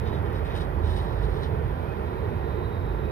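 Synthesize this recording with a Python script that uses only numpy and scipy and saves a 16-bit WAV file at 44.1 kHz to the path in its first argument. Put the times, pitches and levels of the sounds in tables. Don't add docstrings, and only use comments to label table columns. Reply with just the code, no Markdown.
import sys
import numpy as np
from scipy import signal
from scipy.fft import rfft, irfft
from scipy.io import wavfile
from scipy.ndimage import uniform_filter1d, map_coordinates

SR = 44100
rng = np.random.default_rng(int(sys.argv[2]) if len(sys.argv) > 2 else 0)


def volts_from_decibels(level):
    exponent = np.asarray(level, float) / 20
    return 10 ** exponent


def to_wav(s):
    ch = np.atleast_2d(s).T
    pcm = np.round(np.clip(ch, -1, 1) * 32767)
    wavfile.write(sys.argv[1], SR, pcm.astype(np.int16))


N = 137151
T, HZ = np.arange(N) / SR, np.fft.rfftfreq(N, 1 / SR) + 1e-3

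# f/Hz, density/dB per Hz
ROAR_SPECTRUM = [(20, -53), (43, -7.5), (55, -2.5), (110, -5), (250, -17), (900, -22), (2200, -38.5),
                 (6000, -62)]
# t/s, level/dB
BELT_LOAD = [
    (0, 1),
    (.4, 1),
    (.8, 0.5),
    (1.25, 1),
    (1.6, 0),
    (2.0, 1),
    (2.4, 0),
    (2.8, 0),
    (3.11, 0),
]
# f/Hz, width/Hz, level/dB
TRUSS_MODES = [(81.2, 26, -34.5), (133.6, 33, -40), (355.9, 46, -41), (436, 96, -37), (980, 180, -45),
               (517.3, 82, -49), (1387, 136, -51), (1887, 250, -54)]
# t/s, low tone level/dB, high tone level/dB
HUM_SWELL = [(0, -33.5, -27.5), (.2, -30, -29), (.45, -41, -40), (.8, -27, -25), (1.0, -29, -31),
             (1.2, -25, -33.5), (1.45, -31, -29), (1.6, -37, -29), (1.95, -35, -34.5), (2.3, -42, -40),
             (2.65, -49, -54), (2.9, -23.5, -26.5), (3.11, -31.5, -38)]
# f/Hz, level/dB, t60/s
STEEL_MODES = [(1855, -3, 0.01), (2434, -11, 0.02), (3085, -6.5, 0.011), (3600, -6, 0.025),
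               (3850, -1, 0.013), (4200, -15, 0.0028), (4780, -20, .01), (5200, -14, 0.028),
               (5970, -22.5, 0.0018), (7660, -13.5, 0.0035), (8300, -19.5, .004), (8900, -27, .02),
               (9700, -19, 0.0032), (11000, -27, .002)]
# middle t/s, length/s, level/dB, brightness/dB per octave
RATTLE_BURSTS = [(0.04, 0.045, -70, 1), (0.073, 0.05, -54.5, -5), (0.143, 0.07, -53, -5),
                 (0.262, 0.019, -57, -5), (0.312, .04, -63, -6), (0.36, 0.079, -56.5, 2),
                 (0.459, 0.033, -54, 3.5), (0.517, 0.11, -57.5, -10), (0.566, 0.048, -48, 4),
                 (0.615, 0.037, -49, 2), (0.653, .02, -69, 9), (0.851, 0.053, -55, 0),
                 (0.911, 0.12, -52.5, 4.5), (0.972, 0.033, -49, 1), (1.024, 0.14, -57.5, 2),
                 (1.122, 0.098, -62, -1), (1.186, 0.052, -62, 0), (1.238, 0.066, -56, 4),
                 (1.303, 0.066, -64, 3), (1.373, 0.13, -57, 2), (1.439, 0.039, -49, -1.5),
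                 (1.667, 0.025, -69, -5)]
# f/Hz, width/Hz, level/dB
SQUEAL_BANDS = [(3720, 280, -63), (3720, 300, -62), (3770, 260, -61), (3790, 340, -67), (3820, 320, -65),
                (4770, 150, -58), (3900, 200, -63), (1700, 250, -55)]
# start t/s, end t/s
SQUEAL_TIMES = [
    (-.1, .165),
    (.45, .56),
    (.82, 1.43),
    (1.5, 3.2),
    (2.05, 3.2),
    (.96, .985),
    (2.62, 2.7),
    (.95, 1.0),
]
# t/s, f/Hz, level/dB
BIRD_WHISTLE = [
    (1.79, 2290, -65),
    (1.83, 2335, -58),
    (1.87, 2460, -57),
    (1.91, 2525, -50.5),
    (1.95, 2430, -57),
    (1.98, 2390, -65),
]
# f/Hz, left minus right level/dB
PORT_SHADE = [(60, -8), (450, -7), (850, -4), (1200, -7.5), (2600, -1.5), (4200, 1), (5400, 5), (5900, 32)]
# f/Hz, phase/rad
PORT_LEAD = [(0, .25), (520, 1.5), (950, 2.2), (1810, 6.8), (2500, 8.1), (3100, 7.4), (3950, 9.3),
             (4250, 10.7), (5270, 11.7)]
# t/s, lag/s
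PORT_TURN = [
    (0, -.00005),
    (.45, -.00001),
    (.9, 0),
    (1.4, .000016),
    (2.0, .00006),
    (2.4, .00008),
    (3.11, .00015),
]
# f/Hz, share common to both ports (0-1)
COMMON_SHARE = [(50, .78), (150, .94), (450, .985), (750, .62), (1000, .5), (1400, .68), (1900, .33),
                (3000, .2)]
# f/Hz, density/dB per Hz
LEFT_HISS = [(4000, -1), (5500, 20), (6800, -12), (8200, -7), (9000, 13), (12000, 19.5), (16000, 9)]
RIGHT_HISS = [(4000, -27), (6000, -42), (9950, -46), (10200, -14), (11500, 7), (13000, 4.5), (16000, 4)]

LOAD_FROM_HZ = 180


def set_level(x, db):
    return x * volts_from_decibels(db) / np.sqrt(np.mean(x ** 2))


def curve(table):
    hz, value = np.array(table).T
    return np.interp(np.log(HZ), np.log(hz), value)


def over_time(table):
    return np.interp(T, *np.array(table).T)


def shape(x, gain):
    ramp = np.linspace(x[..., 0], x[..., -1], N, axis=-1)
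    mirrored = np.concatenate([x - ramp, (ramp - x)[..., ::-1]], axis=-1)
    filtered = irfft(rfft(mirrored) * np.repeat(gain, 2, axis=-1), 2 * N)[..., :N]
    return filtered + ramp * np.real(np.asarray(gain)[..., :1])


def ring(x, hz, width):
    return signal.lfilter(*signal.iirpeak(hz, hz / width, SR), x)


def ring_twice(x, hz, width):
    return ring(ring(x, hz, width), hz, width)


def walk(rate):
    hold = int(SR / rate)
    steps = np.repeat(rng.standard_normal(N // hold + 1), hold)
    return 1.355 * uniform_filter1d(uniform_filter1d(steps, hold), hold)[:N]


def load_db(hz):
    return over_time(BELT_LOAD) * (hz > LOAD_FROM_HZ)


def roar():
    spectrum = rfft(rng.standard_normal((3, N))) * volts_from_decibels(curve(ROAR_SPECTRUM))
    swell_db = 0.4 * walk(0.35)
    out = 0
    for hz in 22 * 2 ** np.arange(0, 9.6, .5):
        band = np.cos(np.pi * np.clip(np.log2(HZ / hz), -.5, .5))
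        flicker_db = 0.5 * walk(8.6)
        out = out + irfft(spectrum * band, N) * volts_from_decibels(swell_db + flicker_db + load_db(hz))
    return set_level(out, -27.5)


def truss():
    out = 0
    for hz, width, db in TRUSS_MODES:
        shaken = ring_twice(rng.standard_normal((3, N)), hz, width)
        out = out + set_level(shaken, db) * volts_from_decibels(1.33 * walk(5.25) + load_db(hz))
    return out


def hum():
    times, *levels = np.array(HUM_SWELL).T
    out = 0
    for hz, db in zip((51.85, 79.55), levels):
        throb_db = 1.5 * walk(26)
        phase = 2 * np.pi * np.cumsum(hz * (1 + 0.01826 * walk(4.96))) / SR
        out = out + volts_from_decibels(np.interp(T, times, db) + throb_db) * np.sin(phase)
    return out


def rattle():
    knocks_per_s, spread_db = 2500, 1.5
    rise, fall = 0.25, 0.36
    struck = rng.random((len(STEEL_MODES), N)) < knocks_per_s / SR
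    knocks = struck * rng.standard_normal(N) * volts_from_decibels(spread_db * rng.standard_normal(N))
    shakes = []
    for middle, length, _, _ in RATTLE_BURSTS:
        onset = np.exp(-.5 * ((T - middle) / (rise * length)) ** 2)
        tail = 1 / np.cosh(np.minimum((T - middle) / (fall * length), 30))
        shakes.append(np.where(T < middle, onset, tail))
    shakes = np.array(shakes)
    _, _, strength_db, tilt = np.array(RATTLE_BURSTS).T
    out = 0
    for blows, (hz, db, t60) in zip(knocks, STEEL_MODES):
        mode = set_level(ring(blows, hz, np.log(1000) / np.pi / t60), db)
        bursts = volts_from_decibels(strength_db + tilt * np.log2(hz / 3800)) @ shakes
        out = out + mode * bursts * volts_from_decibels(1.2 * walk(38.7))
    return out


def squeal():
    fade_s = .02
    out = 0
    for (start, end), (hz, width, db) in zip(SQUEAL_TIMES, SQUEAL_BANDS):
        band = set_level(ring_twice(rng.standard_normal(N), hz, width), db)
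        gate = np.clip(np.minimum(T - start, end - T) / fade_s + .5, 0, 1)
        out = out + band * volts_from_decibels(2.2 * walk(29.94)) * gate
    return out


def whine():
    band = ring_twice(rng.standard_normal(N), 2490, 110)
    return set_level(band, -65) * volts_from_decibels(2.5 * walk(15.0))


def hedges(x):
    level_db, t60 = -9, .05
    t = np.arange(int(.08 * SR)) / SR
    tails = rng.standard_normal((2, len(t))) * np.exp(-np.log(1000) * t / t60)
    tails = tails / np.linalg.norm(tails, axis=1, keepdims=True)
    return volts_from_decibels(level_db) * signal.fftconvolve(x[None], tails, axes=1)[:, :N]


def bird():
    times, hz, db = np.array(BIRD_WHISTLE).T
    gate = np.clip(np.minimum(T - times[0], times[-1] - T) / 0.018, 0, 1)
    phase = 2 * np.pi * np.cumsum(np.interp(T, times, hz) * (1 + 0.0037 * walk(58.9))) / SR
    aside = .65 * np.array([[-1], [1]])
    return np.sqrt(2) * np.sin(phase + aside) * volts_from_decibels(np.interp(T, times, db) + 2.9 * walk(70)) * gate


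def tick():
    envelope = np.exp(-np.abs(T - .33) / 0.0026)
    return volts_from_decibels(-46) * ring(rng.standard_normal(N), 13000, 6000) * envelope


def cavity_dip_db():
    return -21 * np.exp(-.5 * ((HZ - 7400) / 480) ** 2)


def hiss():
    colours = ((curve(LEFT_HISS) + cavity_dip_db(), -67.5), (curve(RIGHT_HISS), -63))
    return np.array([set_level(shape(rng.standard_normal(N), volts_from_decibels(colour_db) * (HZ > 3000)), db)
                     for colour_db, db in colours])


def scene():
    common, left, right = roar() + truss()
    share = np.clip(curve(COMMON_SHARE), 0, 1)
    steel = rattle() + squeal()
    turned = map_coordinates(steel, [(T - over_time(PORT_TURN)) * SR], mode="mirror")
    direct = shape(common, np.sqrt(share)) + hum() + bird() + whine() + np.array([steel, turned])
    diffuse = shape(np.array([left, right]), np.sqrt(1 - share)) + hedges(steel)
    lead = np.exp(.5j * np.interp(HZ, *np.array(PORT_LEAD).T))
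    shade_db = curve(PORT_SHADE)
    ports = volts_from_decibels(np.minimum([shade_db, -shade_db], 0))
    heard = shape(direct, ports * [lead, 1 / lead]) + shape(diffuse, ports)
    return heard + tick() * np.array([[1], [0]])


def top_cut(x):
    return signal.sosfilt(signal.butter(12, 16340, fs=SR, output="sos"), x)


def record(dry):
    dipped = shape(dry, volts_from_decibels(0.6 * cavity_dip_db()))
    mix = shape(dipped + hiss(), HZ < 15550)
    return top_cut(mix)


dry = scene()
out = record(dry)
to_wav(out)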